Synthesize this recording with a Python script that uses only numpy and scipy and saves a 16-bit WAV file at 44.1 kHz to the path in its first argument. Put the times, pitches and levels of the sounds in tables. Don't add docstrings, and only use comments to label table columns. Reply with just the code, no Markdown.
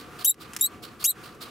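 import sys
import numpy as np
from scipy import signal
from scipy.fft import rfft, irfft, next_fast_len
from scipy.io import wavfile
from scipy.ndimage import uniform_filter1d, minimum_filter1d, map_coordinates

SR = 44100
rng = np.random.default_rng(int(sys.argv[2]) if len(sys.argv) > 2 else 0)


def elevation(decibels):
    levels = np.asarray(decibels, float)
    return 10 ** (levels / 20)


def to_wav(sig):
    pcm = np.clip(np.atleast_2d(sig), -1, 1) * 32767
    pcm = np.round(pcm).astype(np.int16)
    wavfile.write(sys.argv[1], SR, pcm.T)


N = 66150
T = np.arange(N) / SR
SIDES = np.array([[0.5], [-0.5]])


def unit(x):
    return x / np.sqrt(np.mean(x ** 2) + 1e-20)


def along(points, hz):
    f, v = np.transpose(points)
    return np.interp(np.log(hz + 1), np.log(f + 1), v)


def wobble(rate):
    knots = rng.standard_normal(int(N * 2000 / SR) + 4)
    return map_coordinates(knots, [T * min(rate, 2000)])


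def filtered(x, response):
    m = next_fast_len(N + SR // 2)
    return irfft(rfft(x, m) * response(np.fft.rfftfreq(m, 1 / SR)), m)[..., :N]


def panned(points):
    return lambda hz: elevation(along(points, hz) * SIDES)


def resonances(peaks, hz):
    return sum(db / (1 + (2 * (hz - centre) / width) ** 2) for centre, width, db in peaks)


def squeaks():
    # t/s, pitch f/Hz, level/dB, brightness/dB per overtone,
    # roughness/0-1, half-pitch share/0-1
    first = [
        [(.2458, 2603, -33, 6, 0.65, 0.2), (.2475, 2827, -23.5, 2, 0.77, 0.1), (.253, 3140, -22, 4.5, 0.65, 0),
         (.259, 3600, -22.5, 5.5, 0.08, .1), (.266, 3794, -15, 1, 0.06, .06), (.283, 3885, -18, 0, 0, 0),
         (.292, 3780, -14.5, 3, 0, 0), (.296, 3660, -17, 1, 0.04, 0), (.3045, 3680, -19.5, 2.5, 0, 0)],
        [(.3065, 3730, -26.5, -2, 0, 0.1), (.311, 4024, -22, 4, 0.05, 0.08), (.317, 3820, -34, -9, 0.12, .01),
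         (.323, 4010, -48, -5, .1, .01)],
    ]
    second = [
        [(.6098, 3640, -26.5, 5.5, 0.34, .12), (.6118, 3635, -15.5, 1.5, .03, 0.15),
         (.618, 3664, -19.5, 2.5, .01, 0.088), (.622, 3800, -18, -1, .02, 0.12),
         (.627, 3828, -15.5, 0.5, .02, 0.17), (.636, 3820, -17.5, -0.5, .01, 0.07),
         (.642, 3860, -18.5, -2, .005, .008), (.652, 3904, -19.5, -3, 0.0057, .005),
         (.66, 3900, -24, 2.5, 0.027, .005)],
        [(.6615, 4100, -22.5, -3, 0.39, 0.063), (.665, 4160, -25, 5, 0.11, 0.041),
         (.67, 4206, -32.5, -7.5, .1, .02), (.678, 4260, -52, -14, .08, .02)],
    ]
    third = [
        [(1.0402, 2228, -27, -1.5, 0.59, .1), (1.044, 2338, -23.5, 0, .6, .15),
         (1.05, 2774, -21.5, -0.5, 0.76, 0.22), (1.059, 3413, -21, 3.5, .4, 0.066),
         (1.065, 3650, -20.5, 5.5, .2, .05), (1.071, 3806, -19, -2, .07, 0.035),
         (1.082, 3887, -20.5, -2, .03, .01), (1.09, 3843, -22, 2.5, .01, .005),
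         (1.0955, 3843, -17.5, 1.5, .011, .005)],
        [(1.098, 4110, -27.5, 0.49, .08, .01), (1.102, 4150, -21.5, 1, .036, .01),
         (1.108, 4130, -20.5, -0.6, .05, .01), (1.113, 3850, -29.5, -2.7, 0.11, .01),
         (1.119, 3480, -35.5, -2.2, 0.16, 0.0092)],
    ]
    # f/Hz, level/dB
    throat = [(2000, -13), (3000, -5.5), (3900, -9), (5500, -3.5), (7500, -0.5), (9500, -0.5), (11500, 0),
              (15500, -14.5)]
    # f/Hz, level/dB per Hz
    breath_colour = [(2000, -46), (3500, -18), (4600, -15), (6000, 3.5), (9000, -4.5), (12500, 8.5),
                     (15500, -17)]
    jitter, jitter_rate = 0.035, 900
    flutter_db, flutter_rate = 4, 1300
    shimmer_db, shake_db = 0.8, 2.5
    half_tilt_db, rasp = 5, 1.3

    out = np.zeros(N)
    shake = wobble(jitter_rate)
    k = np.arange(2, 15)[:, None] / 2
    is_half = k % 1 > 0
    breath = unit(filtered(rng.standard_normal(N), lambda hz: elevation(along(breath_colour, hz))))
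    fast = np.array([wobble(flutter_rate) for _ in k])
    slow = np.array([wobble(150) for _ in k])
    for whistle, flip in (first, second, third):
        s, *cols = np.transpose(whistle + flip)
        i = slice(round(s[0] * SR), round(s[-1] * SR))
        hz, db, bright, rough, half = [np.interp(T[i], np.maximum.accumulate(s), c) for c in cols]
        rough = np.clip(rough, 0, 1)
        turns = np.cumsum(hz * (1 + jitter * rough * shake[i])) / SR
        flutter = flutter_db * rough * np.sqrt(k) * np.minimum(fast[:, i], 1)
        shimmer = shimmer_db * (1 + 2 * is_half) * slow[:, i]
        half_share = np.clip(half, 0, 1) * elevation(half_tilt_db * np.minimum(k - 2.5, 0))
        size = elevation(along(throat, k * hz) + bright * (k - 2) + flutter + shimmer)
        size = size * np.where(is_half, half_share, 1) * (k * hz < 17000)
        tone = (size * np.sin(2 * np.pi * (k * turns + rng.random(k.shape)))).sum(0)
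        edge = np.clip(np.minimum(T[i] - s[0], s[-1] - T[i]) / 0.00028, 0, 1)
        voice = np.sqrt(1 - rough ** 2) * tone + rasp * rough ** 1.16 * breath[i]
        out[i] += elevation(db + shake_db * rough * shake[i]) * edge * voice
    return out


def cage(x):
    # f/Hz, t60/s
    decay = [(1000, .06), (4000, .05), (15000, .038)]
    gap_s, alike = 0.0015, 0.6
    a, b = rng.standard_normal((2, SR // 5))
    turn = np.arccos(np.clip(alike, 0, 1)) / 2
    noise = np.cos(turn) * a + np.sin(turn) * b * np.array([[1], [-1]])
    hz, t, z = signal.stft(noise, SR, nperseg=128)
    tail = signal.istft(z * elevation(-60 * t / along(decay, hz)[:, None]), SR, nperseg=128)[1]
    delayed = np.pad(x, (round(gap_s * SR), 0))[None]
    return signal.fftconvolve(delayed, tail / np.linalg.norm(tail[0]), axes=1)[:, :N]


def voice_in_cage():
    # f/Hz, width/Hz, gain/dB
    tray = [(3640, 150, -10.5), (4630, 220, 4), (7626, 122, -18.5), (11273, 220, -18)]
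    # f/Hz, left-right difference/dB
    voice_pan = [(3000, -0.5), (5000, 0.5), (9000, 0.5), (15000, 3.5)]
    # f/Hz, phase/rad
    voice_lead = [(3000, -0.69), (8000, 0.085), (14000, -1.09)]
    voice = squeaks()

    def path(hz):
        lead = np.exp(1j * along(voice_lead, hz) * SIDES)
        return elevation(resonances(tray, hz)) * panned(voice_pan)(hz) * lead

    return filtered(voice + elevation(-8.5) * cage(voice), path)


def steps():
    # t/s, peak level/dB
    ticks = [(0.342, -37), (0.5341, -23.5), (0.5478, -31.5), (0.564, -13.5), (0.568, -31),
             (0.588, -30.5), (0.594, -29), (.597, -31.5), (0.603, -31), (1.214, -46), (1.348, -41)]
    # f/Hz, level/dB, t60/s
    mesh = [(2150, -28, 0.026), (5150, 8, 0.03), (8600, 12, 0.018), (12310, -9, .02)]
    # f/Hz, level/dB per Hz
    scrape_colour = [(410, -35), (700, -16), (2040, -2.5), (4520, -9.5), (5350, -3), (12700, -9.5),
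                     (15800, -17)]
    scrape_t60_s, snap_t60_s, attack_s = 0.035, 0.0087, 0.00037
    snap_db, ring_db, pan_db = 0, -1.5, 0.5

    out = np.zeros((2, N + SR))
    t = np.arange(SR // 10) / SR
    noise = rng.standard_normal((2, N)) + 2 * rng.standard_normal(N)
    scrape = unit(filtered(noise, lambda hz: elevation(along(scrape_colour, hz))))
    fade = elevation(-60 * t / scrape_t60_s) + elevation(snap_db - 60 * t / snap_t60_s)
    attack = 1 - np.exp(-t / attack_s)
    for s, db in ticks:
        ring = sum(elevation(mode_db + rng.normal(0, 3.9) - 60 * t / t60) * np.sin(2 * np.pi * hz * t)
                   for hz, mode_db, t60 in mesh)
        i = round(s * SR)
        hit = elevation(ring_db) * ring / np.abs(ring).max() + fade * scrape[:, i:i + len(t)]
        out[:, i:i + len(t)] += elevation(db - 13.5 + pan_db * SIDES) * hit * attack
    return out[:, :N]


def rush(spectrum, alike, pan):
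    # f/Hz, width/Hz, level/dB over the noise
    duct = [(326, 10.7, 8.5), (729, 57, 12.5), (1175.3, 12.2, 11), (1310, 84, 1), (1410, 20, 3)]

    def colour(hz):
        turn = np.arccos(np.clip(along(alike, hz), -1, 1)) / 2
        return elevation(along(spectrum, hz) + resonances(duct, hz)) * [np.cos(turn), np.sin(turn)]

    mid, side = filtered(rng.standard_normal((2, N)), colour)
    return unit(filtered(np.array([mid + side, mid - side]), panned(pan)))


def machine():
    # t/s, level/dB, rise/s, t60/s
    puffs = [
        (-.03, -42, 0.023, 0.24),
        (0.178, -38.5, 0.028, 0.35),
        (0.391, -41.5, 0.03, 0.16),
        (0.587, -44, 0.033, 0.21),
        (0.818, -38, 0.023, 0.21),
        (0.988, -38.5, 0.034, 0.22),
        (1.225, -43, 0.023, 0.27),
        (1.401, -37.5, 0.027, 0.24),
    ]
    # f/Hz, level/dB per Hz
    hum_colour = [(13, -37), (22, -13.5), (102, -0.5), (222, 0.5), (304, -1), (484, -2.5), (601, -13.5),
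                  (713, -13.5), (900, -23), (1170, -62), (1980, -120)]
    hiss_colour = [(530, -24), (900, -16.5), (1170, -8), (2190, -18), (2490, -17), (3750, -25),
                   (15800, -35)]
    jet_colour = [(530, -17), (900, -16.5), (1170, -5), (1830, -17), (4430, -7), (6280, -20.5),
                  (7980, -16.5), (12100, -18.5), (15800, -17.5)]
    # f/Hz, left-right likeness/0-1
    steady_alike = [(60, 0.84), (180, 0.92), (550, 0.93), (1650, 0.7), (4970, 0.74), (15000, 0.81)]
    jet_alike = [(60, 0.84), (380, 0.56), (2380, 0.52), (15000, 0.85)]
    # f/Hz, left-right difference/dB
    steady_pan = [(60, 2), (950, -0.5), (15000, -1.5)]
    jet_pan = [(400, -4), (2400, -5), (15000, 1.5)]

    def strokes(life, grows):
        total = 0
        for s, db, rise, t60 in puffs:
            fall_db = 60 * np.clip(T - s - rise, 0, 9) / (life * t60)
            swell = np.sin(np.pi / 2 * np.clip((T - s) / rise, 0, 1)) ** 2
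            total = total + elevation(db + grows * (db + 37.5) - fall_db) * swell
        return total

    hum_gain = elevation(-48.5 + 1.23 * wobble(8.15))
    hum = hum_gain * rush(hum_colour + [(1000, -120)], steady_alike, steady_pan)
    hiss_gain = elevation(-50 + 3.4 * wobble(12.19) + 0.62 * wobble(44.9))
    hiss = hiss_gain * rush([(800, -120)] + hiss_colour, steady_alike, steady_pan)
    jet = elevation(2.7 * wobble(150)) * rush([(600, -120)] + jet_colour, jet_alike, jet_pan)
    body = filtered(jet, lambda hz: 1 / (1 + (hz / 5200) ** 4))
    treble = jet - body
    return hum + hiss + strokes(1.17, 0) * body + strokes(0.59, 0.089) * treble


def ducking():
    # t down/s, t up/s, depth level/dB
    ducks = [
        (0.259, 0.324, -12),
        (0.582, 0.65, -4.5),
        (1.06, 1.101, -9.5),
    ]
    fall_s, rise_s = 0.041, 0.049

    def ramp(s, width):
        return 1 / (1 + np.exp(np.clip((s - T) * 4 / width, -50, 50)))

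    return elevation(sum(db * ramp(down, fall_s) * (1 - ramp(up + rise_s, rise_s)) for down, up, db in ducks))


def scene():
    return voice_in_cage() + steps() + ducking() * machine()


def masked(x):
    above_db, below_db, hole_db = 25, 36, -35
    hz, _, z = signal.stft(x, SR, nperseg=512, noverlap=384)
    power = np.add.reduceat((np.abs(z) ** 2).sum(0), np.arange(0, len(hz), 4), axis=0)
    band_db = 10 * np.log10(uniform_filter1d(power, size=5, axis=1) + 1e-14)
    under = -minimum_filter1d(-band_db, size=5, axis=0, origin=2) - above_db
    over = -minimum_filter1d(-band_db, size=5, axis=0, origin=-2) - below_db
    hidden = (band_db < np.maximum(under, over))[np.arange(len(hz)) // 4]
    return signal.istft(z * elevation(hole_db * hidden), SR, nperseg=512, noverlap=384)[1][:, :N]


def top_cut(x):
    return signal.sosfilt(signal.butter(12, 16470, fs=SR, output="sos"), x)


def record(dry):
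    limited = filtered(dry, lambda hz: 1 / (1 + (hz / 15820) ** 200))
    mix = masked(limited)
    return top_cut(mix)


dry = scene()
out = record(dry)
to_wav(out)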